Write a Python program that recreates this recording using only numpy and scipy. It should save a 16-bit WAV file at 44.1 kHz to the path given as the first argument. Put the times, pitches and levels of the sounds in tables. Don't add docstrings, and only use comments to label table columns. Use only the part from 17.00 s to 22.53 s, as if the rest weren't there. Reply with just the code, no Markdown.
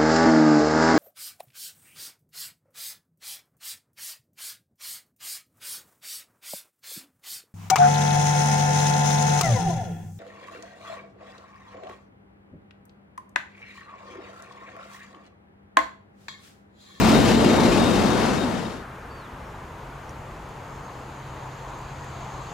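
import sys
import numpy as np
from scipy import signal
from scipy.fft import rfft, irfft, next_fast_len
from scipy.io import wavfile
from scipy.ndimage import uniform_filter1d

SR = 44100
rng = np.random.default_rng(int(sys.argv[2]) if len(sys.argv) > 2 else 0)


def store_wav(level_fs):
    pcm = np.round(np.clip(np.atleast_2d(level_fs), -1, 1) * 32767)
    wavfile.write(sys.argv[1], SR, pcm.T.astype(np.int16))


N = 243873
T = np.arange(N) / SR
HZ = np.fft.rfftfreq(N, 1 / SR)
FADE_START_S, GONE_S = 0.5, 1.855

# (frequency [Hz], left-right likeness [0-1])
FAR_LIKENESS = [(180, 1), (290, .98), (640, .86), (1400, .66), (3100, .7), (6800, .78), (9000, .88),
                (12000, .985)]
# (frequency [Hz], left minus right [dB])
FAR_BALANCE = [(300, 0), (700, 2.4), (1200, 2.6), (2200, -.6), (5200, -.6), (6800, 3.5), (7800, 2.5),
               (8800, 0)]


def gain_of(db):
    return 10 ** (np.asarray(db) / 20)


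def unit_rms(x):
    return x / np.sqrt(np.mean(abs(x) ** 2) + 1e-20)


def curve(points):
    hz, value = np.transpose(points)
    return np.interp(np.log(HZ + 1), np.log(hz + 1), value)


def swells(rows):
    return sum(db * np.exp(-(2 * (T - middle) / length) ** 2) for middle, length, db in rows)


def band(x, lo_hz, hi_hz):
    passband = 1 / (1 + (lo_hz / (HZ + 1)) ** 16) / (1 + (HZ / hi_hz) ** 16)
    return unit_rms(irfft(rfft(x) * passband, N))


def stereo(a, b, likeness, left_db):
    right = likeness * a + np.sqrt(1 - likeness ** 2) * b
    return np.array([a * gain_of(left_db / 2), right * gain_of(-left_db / 2)])


def noise(colour, likeness, balance, patchy_db):
    a, b = rfft(rng.standard_normal((2, N)))
    even = irfft(stereo(a, b, curve(likeness), curve(balance)) * gain_of(curve(colour)), N)
    frames = signal.stft(even, nperseg=2048)[2]
    patches = uniform_filter1d(rng.standard_normal(frames.shape[1:]), size=18, axis=0)
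    patches = unit_rms(uniform_filter1d(patches, size=5, axis=1))
    return unit_rms(signal.istft(frames * gain_of(patchy_db * patches), nperseg=2048)[1][:, :N])


def drift(rate_hz):
    return unit_rms(irfft(rfft(rng.standard_normal(N)) * np.exp(-(HZ / rate_hz) ** 2), N))


def tone(hz, width_hz, steady, likeness, left_db):
    offset_hz = np.fft.fftfreq(next_fast_len(N), 1 / SR)
    skirt = np.exp(-(offset_hz / width_hz) ** 2 + 2j * np.pi * rng.random((2, len(offset_hz))))
    a, b = unit_rms(np.fft.ifft(skirt)[:, :N])
    sides = stereo(np.sqrt(steady) + np.sqrt(1 - steady) * a, b, likeness, left_db)
    carrier = np.exp(2j * np.pi * np.cumsum(hz * np.ones(N)) / SR)
    return unit_rms((sides * carrier).real)


def wheel_roar():
    # (frequency [Hz], level [dB])
    colour = [(15, -27), (45, -7), (100, -6), (155, -2.5), (225, 0), (330, -6), (400, -8), (700, -9),
              (1950, -19.5), (2750, -21), (3200, -23), (6500, -28), (8200, -33.5), (11000, -39),
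              (14000, -52)]
    # (frequency [Hz], left-right likeness [0-1])
    likeness = [(60, 0.19), (130, 0.51), (290, 0.98), (640, 0.41), (1400, 0.46), (2800, 0.93), (6800, 0.41),
                (12000, 0.77)]
    # (frequency [Hz], left minus right [dB])
    balance = [(60, -.5), (200, 1), (380, 3.5), (700, 6.5), (2400, 6.2), (4400, 7.5), (6500, 4),
               (9000, -1.5), (15000, 0)]
    # (frequency [Hz], phase [rad])
    right_lead = [(500, 0), (1000, 0.43), (5500, 0.64), (9000, 0)]
    # (middle [s], length [s], level [dB])
    surges = [(.09, 0.18, 3), (.3, 0.077, 2.5), (.37, 0.038, -3.5), (1.27, 0.17, 2)]
    roar = noise(colour, likeness, balance, patchy_db=0.87)
    roar[1] = irfft(rfft(roar[1]) * np.exp(1j * curve(right_lead)), N)
    surge_db = swells(surges)
    grit = gain_of(1.1 * drift(59))
    rumble = gain_of(-24.3 - 4 * T) * band(roar, 15, 157.5)
    body = gain_of(-18.5 - 2 * T) * band(roar, 172, 486)
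    wheels = gain_of(-23.5 - 0.02 * T + surge_db) * band(roar, 482, 1750)
    hiss = gain_of(-29.5 - T + surge_db) * grit * band(roar, 1760, 16400)
    return rumble + body + wheels + hiss


def motor_hum(doppler):
    # (frequency [Hz], relative level [dB], width [Hz])
    partials = [(187, -29.5, 18), (225, -27.5, 6), (257, -32, 8), (305, -36, 8), (350.5, -32, 3),
                (427, -40, 6), (503, -38, 6), (895, -40.5, 9)]
    hum = sum(gain_of(db) * tone(hz * doppler, width, steady=.72, likeness=.64, left_db=1.8)
              for hz, db, width in partials)
    return gain_of(1.8 - 2.3 * T) * hum


def gear_whine(doppler, from_middle_s):
    # (frequency [Hz], relative level [dB], width [Hz], level slope [dB/s])
    partials = [(1579, -52, 6, 0), (1797, -50, 6, 0), (1862, -51, 9, 0), (2208, -50, 8, 0),
                (2708, -53, 12, 0), (3160, -51, 16, 0), (3293, -55, 9, 0), (3715, -43.5, 30, -1.5),
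                (4069, -49.5, 24, -5), (4416, -51, 20, 0), (4768, -53.5, 16, 0), (5560, -61, 14, 0),
                (7431, -52, 50, -3), (9280, -57.5, 160, 0)]
    whine = np.zeros((2, N))
    for hz, db, width, slope in partials:
        waver = 1 + .0015 * drift(31.3)
        partial = tone(hz * doppler * waver, width, steady=0.36, likeness=0.49, left_db=12)
        whine += gain_of(db + slope * from_middle_s) * partial
    return gain_of(3.1) * whine


def converter_whistle(doppler):
    core = tone(14760 * doppler, 70, steady=.05, likeness=1, left_db=0)
    halo = gain_of(-1.5) * tone(14800, 270, steady=0, likeness=1, left_db=0)
    abreast_db = 7 * np.exp(-(T / .22) ** 2)
    return gain_of(-56.5 - 3.5 * T + abreast_db) * (core + halo)


def locomotive():
    from_middle_s = T - GONE_S / 2
    doppler = 1 - .0015 * from_middle_s
    leftward = gain_of(np.outer([.5, -.5], from_middle_s))
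    machine = wheel_roar() + motor_hum(doppler) + gear_whine(doppler, from_middle_s)
    return leftward * machine + converter_whistle(doppler)


def fields():
    # (frequency [Hz], level [dB])
    air_colour = [(12, -40), (20, -9), (49, -1.5), (100, -4), (129, -2.5), (157, -4.5), (219, -9.5),
                  (403, -10.5), (533, -9.5), (595, -11), (1260, -12.5), (3070, -26.5), (4530, -35),
                  (5070, -35.5), (15400, -46.5)]
    # (frequency [Hz], level [dB])
    wash_colour = [(700, -19), (1200, 5), (1800, -0.5), (3500, -26), (6000, -45)]
    air = noise(air_colour, FAR_LIKENESS, FAR_BALANCE, patchy_db=-0.46)
    wash = noise(wash_colour, FAR_LIKENESS, FAR_BALANCE, patchy_db=2.1)
    wash_db = -46.5 - 10 * np.maximum(T - GONE_S, 0)
    return gain_of(-40.5) * air + gain_of(wash_db) * wash


def engine_throb():
    # (multiple of the shaft rate, relative level [dB])
    harmonics = [(2, -15), (3, -6.5), (4, -10), (5, -9), (6, -10), (7, -43), (8, 0.5), (9, -9.5)]
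    shaft_hz = 16.25
    return sum(gain_of(db) * tone(k * shaft_hz, 3.3, steady=0.79, likeness=0.99, left_db=0)
               for k, db in harmonics)


def far_wheels():
    # (frequency [Hz], level [dB])
    colour = [(150, -45), (300, -5.5), (600, -7.5), (900, 2), (1150, -2.5), (1700, -19), (2500, -61),
              (4000, -51)]
    # (middle [s], length [s], level [dB])
    surges = [(3.89, 0.37, 3), (4.17, 0.12, -2), (4.41, .15, 3.5), (4.75, 0.42, 3), (5.28, 0.42, 3)]
    return gain_of(swells(surges)) * noise(colour, FAR_LIKENESS, FAR_BALANCE, patchy_db=1.8)


def singing_rails():
    # (frequency [Hz], level [dB])
    colour = [(1000, 0), (1900, 6.5), (3000, 2), (3800, -0.5), (4600, 0), (5600, -10.5), (6400, 1.5),
              (7200, -4.5), (7800, -9), (8300, -26), (11000, -25), (14000, -40)]
    # (frequency [Hz], relative level [dB], width [Hz])
    modes = [(4230, -19, 25), (6322, -20, 10), (6428, -11, 14), (6610, -12, 60), (6950, -13, 60),
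             (7292, -12, 26), (7758, -20, 30), (10850, -24, 200)]
    hiss = noise(colour, FAR_LIKENESS, FAR_BALANCE, patchy_db=1.8)
    ring = sum(gain_of(db) * tone(hz, width, steady=0, likeness=0.95, left_db=3.8)
               for hz, db, width in modes)
    return hiss + gain_of(-4.5) * ring


def far_train():
    nearing_s = T - 4
    throb = gain_of(-48 + 4 * nearing_s) * engine_throb()
    rolling = gain_of(-45 + 1.86 * nearing_s) * far_wheels()
    singing = gain_of(-55 + 4.5 * nearing_s) * singing_rails()
    return throb + rolling + singing


def birds():
    # (start [s], length [s], pitch [Hz], final drop [Hz], level [dB])
    notes = [(2.005, .035, 4800, 450, -67), (2.099, 0.18, 4590, 1500, -60), (2.387, .14, 5480, 30, -72),
             (3.71, 0.078, 5300, 80, -69)]
    edge_s, hold_share = .012, 0.42
    tremble = 1 + 0.0065 * drift(270)
    flutter = gain_of(1.6 * drift(90))
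    out = np.zeros(N)
    for start, length, hz, drop_hz, db in notes:
        t = T - start
        slur = np.clip((t / length - hold_share) / (1 - hold_share), 0, 1) ** 1.5
        pitch_hz = (hz - drop_hz * slur) * tremble
        envelope = np.clip(np.minimum(t, length - t) / edge_s, 0, 1)
        whistle = unit_rms(np.sin(2 * np.pi * np.cumsum(pitch_hz) / SR))
        out += gain_of(db) * flutter * envelope * whistle
    return out


def stalks():
    # (time [s], level [dB], share of ring against plain snap [0-1])
    ticks = [(3.093, -35.5, .65), (3.106, -42, .55), (3.489, -46, .2), (3.754, -67.5, 0), (3.962, -53, .2),
             (4.696, -45, 0.4), (4.786, -46, .2), (5.044, -42, .2)]
    # (frequency [Hz], relative level [dB], time to fall 60 dB [s])
    modes = [(5750, 0, .013), (6150, -3, .01), (6900, -5, .006), (9300, -6, .009)]
    t = np.arange(round(.02 * SR)) / SR
    stem = sum(gain_of(db - 60 * t / t60) * np.sin(2 * np.pi * hz * t) for hz, db, t60 in modes)
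    treble = signal.butter(4, [5500, 12500], "band", fs=SR, output="sos")
    faint_ticks = rng.uniform([2.9, -62, 0], [5.4, -53, .5], (24, 3))
    out = np.zeros(N)
    for start, db, share in [*ticks, *faint_ticks]:
        snap = signal.sosfilt(treble, rng.standard_normal(len(t)) * np.exp(-t / 0.0024))
        ring = np.convolve(snap, stem)[:len(t)]
        tick = share * ring / abs(ring).max() + (1 - share) * snap / abs(snap).max()
        at = round(start * SR)
        out[at:at + len(t)] += gain_of(db) * tick
    return out


def scene():
    fade = np.pi / 2 * np.clip((T - FADE_START_S) / (GONE_S - FADE_START_S), 0, 1)
    near = abs(np.cos(fade)) ** 0.91 * locomotive()
    far = np.sin(fade) * (fields() + far_train() + birds() + stalks())
    return near + far


def record(dry):
    lowpass = signal.firwin(511, 15600, window=("kaiser", 9), fs=SR)
    return signal.oaconvolve(dry, lowpass[None], "same")


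dry = scene()
out = record(dry)
store_wav(out)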